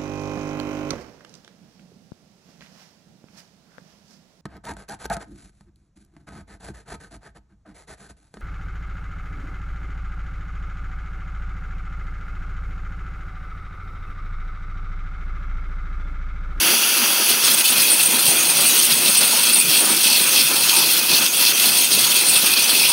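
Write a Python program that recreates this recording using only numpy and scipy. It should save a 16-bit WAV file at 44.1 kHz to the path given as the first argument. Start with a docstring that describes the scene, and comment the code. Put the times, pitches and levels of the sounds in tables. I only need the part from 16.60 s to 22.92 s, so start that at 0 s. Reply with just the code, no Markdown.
"""A workshop, close to an abrasive water jet cutting steel plate over a tank; one mic, thin in the bass.
At first the jet runs cleanly through the slot with an even hiss, over churning water and a faint whine.
After about 0.7 s it bites into the steel and sputters: the slot roars in surges, the gap under the nozzle
whistles, and grit and spray sizzle. From about 1.5 s air pockets thump under the plate, and later
trapped air gurgles there too, while the cut goes on to the end."""
import sys
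import numpy as np
from scipy import signal
from scipy.fft import rfft, irfft
from scipy.io import wavfile
from scipy.ndimage import uniform_filter1d

SR = 44100
rng = np.random.default_rng(int(sys.argv[2]) if len(sys.argv) > 2 else 0)


def waveform_to_disk(signal):
    """Save audio, clipped to [-1, 1], as 16-bit WAV at the path in sys.argv[1]."""
    frames = np.transpose(np.atleast_2d(signal))
    scaled = np.clip(frames, -1, 1) * 32767
    samples = np.round(scaled).astype(np.int16)
    wavfile.write(sys.argv[1], SR, samples)


N = 278712


def undb(db):
    """Decibels to gain."""
    return 10 ** (np.asarray(db) / 20)


def unit(x):
    """Scale to rms 1."""
    return x / np.sqrt(np.mean(x ** 2))


def curve(rows):
    """Join (time [s], value) points by straight lines, holding the first and last value."""
    times, values = np.transpose(rows)
    return np.interp(np.arange(N) / SR, times, values)


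def spurts(events, attack_s=0.017, release_s=0.015):
    """Level change in dB from (time [s], length [s], change [dB]) events: each ramps, holds, returns."""
    t = np.arange(N) / SR
    return sum(db * np.clip((t - start) / attack_s, 0, 1)
               * np.clip(1 - (t - start - length) / release_s, 0, 1) for start, length, db in events)


def walk(rate):
    """Random wandering with rms 1, taking rate steps a second."""
    steps = rng.standard_normal(4096)
    return unit(np.interp(np.arange(N) / SR * rate, np.arange(len(steps)), steps))


def colour(x, points):
    """Filter by a spectrum of (frequency [Hz], relative level [dB]) points; rms 1."""
    hz, db = np.transpose(points)
    bins_hz = np.maximum(np.fft.rfftfreq(N, 1 / SR), 1)
    gain = undb(np.interp(np.log(bins_hz), np.log(hz), db))
    return unit(irfft(rfft(x) * gain, N))


def resonate(x, hz, width_hz):
    """A resonance applied twice, for steep skirts; rms 1."""
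    b, a = signal.iirpeak(hz, hz / width_hz, fs=SR)
    return unit(signal.lfilter(b, a, signal.lfilter(b, a, x)))


def turbulence(rate, grit_db):
    """Rushing noise mixed with sharp impacts of drops and grit, rate of them a second."""
    impacts = (rng.random(N) < rate / SR) * rng.standard_normal(N)
    return unit(rng.standard_normal(N) + undb(grit_db) * unit(impacts))


def cavity(drive, modes, flicker_db, flicker_rate, tilt_db_per_octave=0):
    """Turbulence rings each resonance at its own spot, and each flickers by itself; rms 1."""
    out, centre_hz = 0, np.mean([mode[0] for mode in modes])
    for hz, width_hz, db in modes:
        local_drive = np.roll(drive, rng.integers(N))
        level_db = db + tilt_db_per_octave * np.log2(hz / centre_hz) + flicker_db * walk(flicker_rate)
        out = out + resonate(local_drive, hz, width_hz) * undb(level_db)
    return unit(out)


def delayed(x, delay_s, drift_s=0.00008, drift_rate=9):
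    """A copy with a short, wavering delay; mixed with x it turns the hiss slightly phasey."""
    source_sample = np.arange(N) - (delay_s + drift_s * walk(drift_rate)) * SR
    return x[np.clip(np.round(source_sample).astype(int), 0, N - 1)]


def clean_jet(stir_db):
    """The jet passes straight through the slot: a gritty hiss that swells a little with the water below."""
    # resonances of the clear slot: (frequency [Hz], width [Hz], relative level [dB])
    clean_modes = [(1450, 270, -10.4), (2690, 680, 0), (3300, 620, -1), (4630, 680, -1), (5180, 550, -8.8),
                   (5900, 680, -1.5), (6640, 1000, -4.5), (8440, 1050, -3.5), (9120, 470, -7.7),
                   (10090, 680, -6.8), (10730, 460, 0), (11140, 620, -2), (12130, 800, -5.7),
                   (13170, 460, -11), (14070, 1030, -2.4), (15370, 1280, -3.3)]
    hiss = cavity(turbulence(rate=2000, grit_db=-4), clean_modes, flicker_db=0.5, flicker_rate=40)
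    return hiss * undb(-7 + 0.38 * stir_db)


def tank(stir_db):
    """The spent jet plunges into the tank, churns the water and rings the air under the plate."""
    # resonances of the tank: (frequency [Hz], width [Hz], relative level [dB])
    tank_modes = [(231.5, 49, -3.5), (344, 208, 0.5), (523, 79, -9.5), (710, 570, 0), (1350, 910, 3.5),
                  (2080, 590, 0)]
    # trapped air gurgles: (time [s], length [s], rise [dB])
    gurgles = [(2.72, 0.12, 7), (3.13, .07, 6), (4.11, 0.12, 14), (6.0, .06, 8)]
    churn = cavity(turbulence(rate=450, grit_db=-2), tank_modes, flicker_db=1.9, flicker_rate=16)
    hollow = resonate(turbulence(rate=450, grit_db=-7), hz=938, width_hz=240)
    churn_db = stir_db - 3.5 + 1.18 * walk(rate=55) + 0.99 * walk(rate=22)
    hollow_db = spurts(gurgles) - 42.5 + 3.6 * walk(rate=30)
    return churn * undb(churn_db) + hollow * undb(hollow_db)


def workshop():
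    """Room tone behind the cutter: a low rumble and two thin, unsteady machine tones."""
    # whine of the machine: (frequency [Hz], level [dB])
    tones = [(2108, -47), (2353, -44)]
    # spectrum of the room tone: (frequency [Hz], relative level [dB])
    room_spectrum = [(20, -2), (55, -7), (110, 16), (300, -6), (1500, 13), (8000, -28)]
    whine = sum(undb(db) * resonate(rng.standard_normal(N), hz, width_hz=16) for hz, db in tones)
    return whine + undb(-53) * colour(rng.standard_normal(N), room_spectrum)


def slot_roar(sputter, surge_db, lull_db):
    """The jet strikes the cutting front and rings the slot; a harder strike favours the high resonances."""
    # resonances of the slot while the jet bites: (frequency [Hz], width [Hz], relative level [dB])
    slot_modes = [(2640, 310, -1.5), (3334, 480, -1), (3780, 1500, -6), (4300, 630, 0.5), (5000, 1540, 1),
                  (5990, 340, -23)]
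    # slow drift of the roar between surges: (time [s], level [dB])
    roar_drift = [(.8, -20), (1.1, -23.5), (1.55, -25), (2.1, -23.5), (2.9, -21.5), (4.2, -21.5),
                  (5.1, -20), (5.6, -19.5), (6.3, -19)]
    strike_db = curve(roar_drift) + surge_db + 1.7 * lull_db
    roar = cavity(turbulence(rate=2200, grit_db=-1.5), slot_modes, flicker_db=2, flicker_rate=45,
                  tilt_db_per_octave=0.21 * (strike_db - strike_db.mean()))
    return roar * undb(strike_db + 1.25 * sputter + 0.66 * walk(rate=38))


def nozzle_gap(sputter, lull_db):
    """The harder the gap under the nozzle is blown, the more its whistle stands out of the rush."""
    # slow drift of the blow through the gap: (time [s], blow [dB])
    blow_drift = [(.66, -31), (.85, -17.5), (1.13, -30), (1.33, -20), (3.0, -18), (3.9, -21), (4.5, -22.5),
                  (5.1, -18), (6.3, -22)]
    # backsplash spits through the gap: (time [s], length [s], rise in blow [dB])
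    spits = [(0.695, 0.015, 23), (0.933, 0.013, 12.0), (0.98, 0.018, 12), (1.045, 0.017, 8),
             (1.085, 0.022, 13.5), (1.15, 0.035, 12), (1.208, 0.025, 8), (1.287, 0.051, 9),
             (1.373, 0.078, 4.4), (1.449, 0.024, 5), (1.666, 0.052, 4.5), (1.858, 0.081, 5),
             (1.953, 0.033, 4.7), (2.055, 0.034, 6.5), (2.15, 0.084, 4), (2.463, 0.036, 5.0),
             (2.567, 0.021, 8), (2.64, 0.024, 4), (2.76, 0.1, 1.5), (2.914, 0.089, 6), (3.148, 0.092, 3.5),
             (3.28, 0.027, 3), (3.563, 0.056, 3), (4.132, 0.042, 4.9), (4.82, 0.008, 3), (5.133, 0.057, 2),
             (5.648, 0.064, 4.5), (5.743, 0.031, 9), (6.086, 0.025, 7), (6.271, 0.026, 12)]
    # resonances around the whistle: (frequency [Hz], width [Hz], relative level [dB])
    gap_modes = [(8140, 950, -3), (8870, 1000, 1), (9900, 840, -5.5)]
    blow_db = curve(blow_drift) + spurts(spits) + 2.2 * lull_db + 0.85 * sputter + 1.62 * walk(rate=55)
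    whistle = resonate(turbulence(rate=1500, grit_db=-13), hz=9070, width_hz=560)
    rush = cavity(turbulence(rate=3400, grit_db=-11), gap_modes, flicker_db=2.5, flicker_rate=60)
    return whistle * undb(1.29 * blow_db) + rush * undb(0.79 * blow_db - 7.5)


def fizz(count=5000, low_hz=2800, high_hz=13000, decay_cycles=30, glide=0.084):
    """Tiny bubbles in the wet slot: each rings briefly at its own pitch and rises a little."""
    out, age = np.zeros(N + 2048), np.arange(2048) / SR
    for when, pitch, strength in rng.random((count, 3)):
        hz = low_hz * (high_hz / low_hz) ** pitch
        life = age * hz / decay_cycles
        phase = 2 * np.pi * hz * age * (1 + glide * life / (2 + life) / 2)
        start = int(when * N)
        out[start:start + len(age)] += strength * life * np.exp(-life) * np.sin(phase)
    return unit(out[:N])


def spray(sputter, surge_db, lull_db):
    """Grit, drops and bubbles sizzle where the jet rebounds from the steel."""
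    # spectrum of the spray: (frequency [Hz], relative level [dB])
    spray_spectrum = [(100, -45), (1000, -15), (3000, -6), (7500, -9), (9500, -3), (10300, -1.5),
                      (10700, 3), (11600, 0), (12300, 1.5), (13200, -3), (14100, -1), (15600, 1)]
    # sheets of spray thrown off the plate: (time [s], length [s], rise [dB])
    splashes = [(.675, 0.025, 8), (.9, 0.017, 7), (1.2, .03, 4), (2.305, .02, 1), (3.115, 0.028, 3),
                (4.305, 0.044, 1), (4.515, 0.027, 0), (4.79, .035, 6), (5.025, 0.039, 3.5),
                (6.09, 0.035, 1)]
    sizzle = colour(turbulence(rate=5800, grit_db=-5), spray_spectrum) + undb(-8.5) * fizz()
    # a short, wavering delayed copy gives the sizzle shifting, phasey peaks
    shifting_comb = undb(-6.5) * delayed(sizzle, delay_s=0.0013, drift_s=0.00012, drift_rate=14)
    level_db = -16.5 + spurts(splashes) + 0.2 * surge_db + lull_db
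    return unit(sizzle + shifting_comb) * undb(level_db + 1.24 * sputter + 0.73 * walk(rate=8))


def free_jet():
    """The free jet adds a faint hiss in three flickering bands."""
    # bands of the hiss: (frequency [Hz], width [Hz], relative level [dB])
    bands = [(2510, 220, 0), (5960, 420, -1.5), (6530, 500, 0)]
    return undb(-27) * cavity(turbulence(rate=3000, grit_db=-10.5), bands, flicker_db=4.5, flicker_rate=21)


def biting_jet(surge_db, lull_db):
    """The jet rebounds from the steel; one fast sputter shakes slot, nozzle gap and spray together."""
    sputter = walk(rate=85) + walk(rate=330)
    return (slot_roar(sputter, surge_db, lull_db) + nozzle_gap(sputter, lull_db)
            + spray(sputter, surge_db, lull_db) + free_jet())


def slosh(stir_db):
    """The deflected jet heaves the water under the plate."""
    heave = resonate(turbulence(rate=99, grit_db=-10.5), hz=163, width_hz=94)
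    return heave * undb(stir_db - 17 + 3.5 * walk(rate=14))


def thumps(rise_s=0.0046, decay_s=0.01, pocket_hz=185):
    """Each air pocket swings once or twice as it collapses, inside a short, dull splash."""
    # air pockets bursting under the plate: (time [s], relative level [dB])
    bursts = [(1.489, -22), (1.682, -18.5), (1.879, -26), (2.38, -26), (2.488, -21), (2.979, -27),
              (3.459, -21), (3.609, -28), (4.529, -19), (4.636, -21.5), (5.374, -19.5), (5.763, -20.5),
              (5.834, -17.5)]
    # spectrum of the splash: (frequency [Hz], relative level [dB])
    dull = [(30, -45), (60, -30), (95, -4), (160, -10), (260, 4), (500, 6), (1100, -3), (3000, -32)]
    splash = colour(rng.standard_normal(N), dull)
    out = np.zeros(N)
    for time_s, db in bursts:
        age = np.maximum(np.arange(N) / SR - time_s + rise_s, 0)
        swell = age ** 2 / (rise_s ** 2 + age ** 2) * np.exp(-age / decay_s)
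        swell /= swell.max()
        hz = pocket_hz * np.exp(0.16 * rng.standard_normal())
        swing = np.sin(2 * np.pi * hz * age)
        out += undb(db) * (undb(-9) * splash * swell + undb(-8) * swing * swell ** 2)
    return out


def scene():
    """Jet and tank from close by, with their near reflections, over the room tone; both channels alike."""
    # the jet bites into the steel: (time [s], turbulent share of the flow [0-1])
    bite_share = [(0.64, 0.08), (0.71, 0.32), (0.8, 0.15), (0.85, 0.81)]
    # the jet catches on the cutting front: (time [s], length [s], rise of the roar [dB])
    surges = [(.808, 0.086, 6), (1.044, 0.019, 4.5), (1.144, 0.061, 6.5), (1.274, 0.037, 3),
              (1.386, .023, 6.5), (1.629, .075, 4), (1.929, 0.06, 6), (2.149, .09, 4.5), (2.291, 0.033, 8),
              (2.445, .035, 4), (2.547, .016, 5.5), (2.604, 0.033, 6), (2.86, 0.079, 3), (3.094, .08, 2.5),
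              (3.429, 0.14, 4), (3.755, 0.061, 5.5), (4.074, 0.022, 7), (4.125, .11, 2.3),
              (4.481, .085, 5.3), (4.602, .06, 3.5), (4.78, 0.11, 4.5), (5.02, 0.08, 2.5), (5.302, .014, 5),
              (5.4, 0.069, 0), (5.544, 0.024, 4.3), (5.743, 0.024, 6), (5.887, .02, 3.3), (5.952, 0.02, 14),
              (6.236, 0.018, 5.5)]
    # the jet slips through freely and the cut eases: (time [s], length [s], change of the spray [dB])
    lulls = [(0.737, 0.087, -2.5), (0.943, 0.023, -4), (1.019, 0.01, -9), (1.915, 0.03, -3),
             (3.01, 0.07, -2.5), (4.374, 0.11, -2), (4.659, 0.06, -4), (4.909, 0.054, -3.5),
             (5.249, 0.051, -3.5), (5.522, 0.017, -4), (5.938, 0.025, -6.5)]
    # slow drift of the water stirred in the tank: (time [s], relative level [dB])
    stir_drift = [(0, -25), (.14, -22), (.2, -26.5), (1.2, -26.5), (2.9, -26.5), (4.3, -27.5), (5.4, -27.5),
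                  (6.3, -27.5)]
    # reflections from plate, cutting head and gantry: (delay [s], level [dB])
    reflections = [(.0023, -22), (.0041, -20), (.0073, -19), (.0127, -19), (.021, -21)]
    bite = curve(bite_share)
    surge_db, lull_db = spurts(surges), spurts(lulls)
    stir_db = curve(stir_drift) + 0.28 * surge_db + 0.8 * lull_db
    clean = np.sqrt(1 - bite) * clean_jet(stir_db)
    biting = np.sqrt(bite) * (biting_jet(surge_db, lull_db) + slosh(stir_db))
    cutter = clean + biting + tank(stir_db) + thumps()
    echoes = sum(undb(db) * delayed(cutter, delay_s) for delay_s, db in reflections)
    # small surfaces do not reflect the bass
    echoes = signal.sosfilt(signal.butter(2, 400, "high", fs=SR, output="sos"), echoes)
    mix = cutter + echoes + workshop()
    return np.array([mix, mix])


def limit(x, threshold_db=-11, window_s=0.02, ceiling=0.82):
    """Fast gain control eases the loudest spurts; the tips of the waveform are rounded off."""
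    power = uniform_filter1d(x ** 2, int(window_s * SR), axis=-1)
    held = x / (1 + (power / undb(threshold_db) ** 2) ** 4) ** (1 / 8)
    return held / (1 + (held / ceiling) ** 6) ** (1 / 6)


def record(dry, notch_hz=7380, notch_width_hz=800, notch_depth=0.45, bass_hz=65, top_hz=15780):
    """The mic has a hollow in the treble and thin bass; the recorder limits the level and cuts the top."""
    b, a = signal.iirpeak(notch_hz, notch_hz / notch_width_hz, fs=SR)
    heard = dry - notch_depth * signal.lfilter(b, a, dry)
    heard = signal.sosfilt(signal.butter(2, bass_hz, "high", fs=SR, output="sos"), heard)
    lowpass = signal.firwin(801, top_hz, window="blackman", fs=SR)
    return signal.fftconvolve(limit(heard), lowpass[None], "same", axes=1)


dry = scene()
out = record(dry)
waveform_to_disk(out)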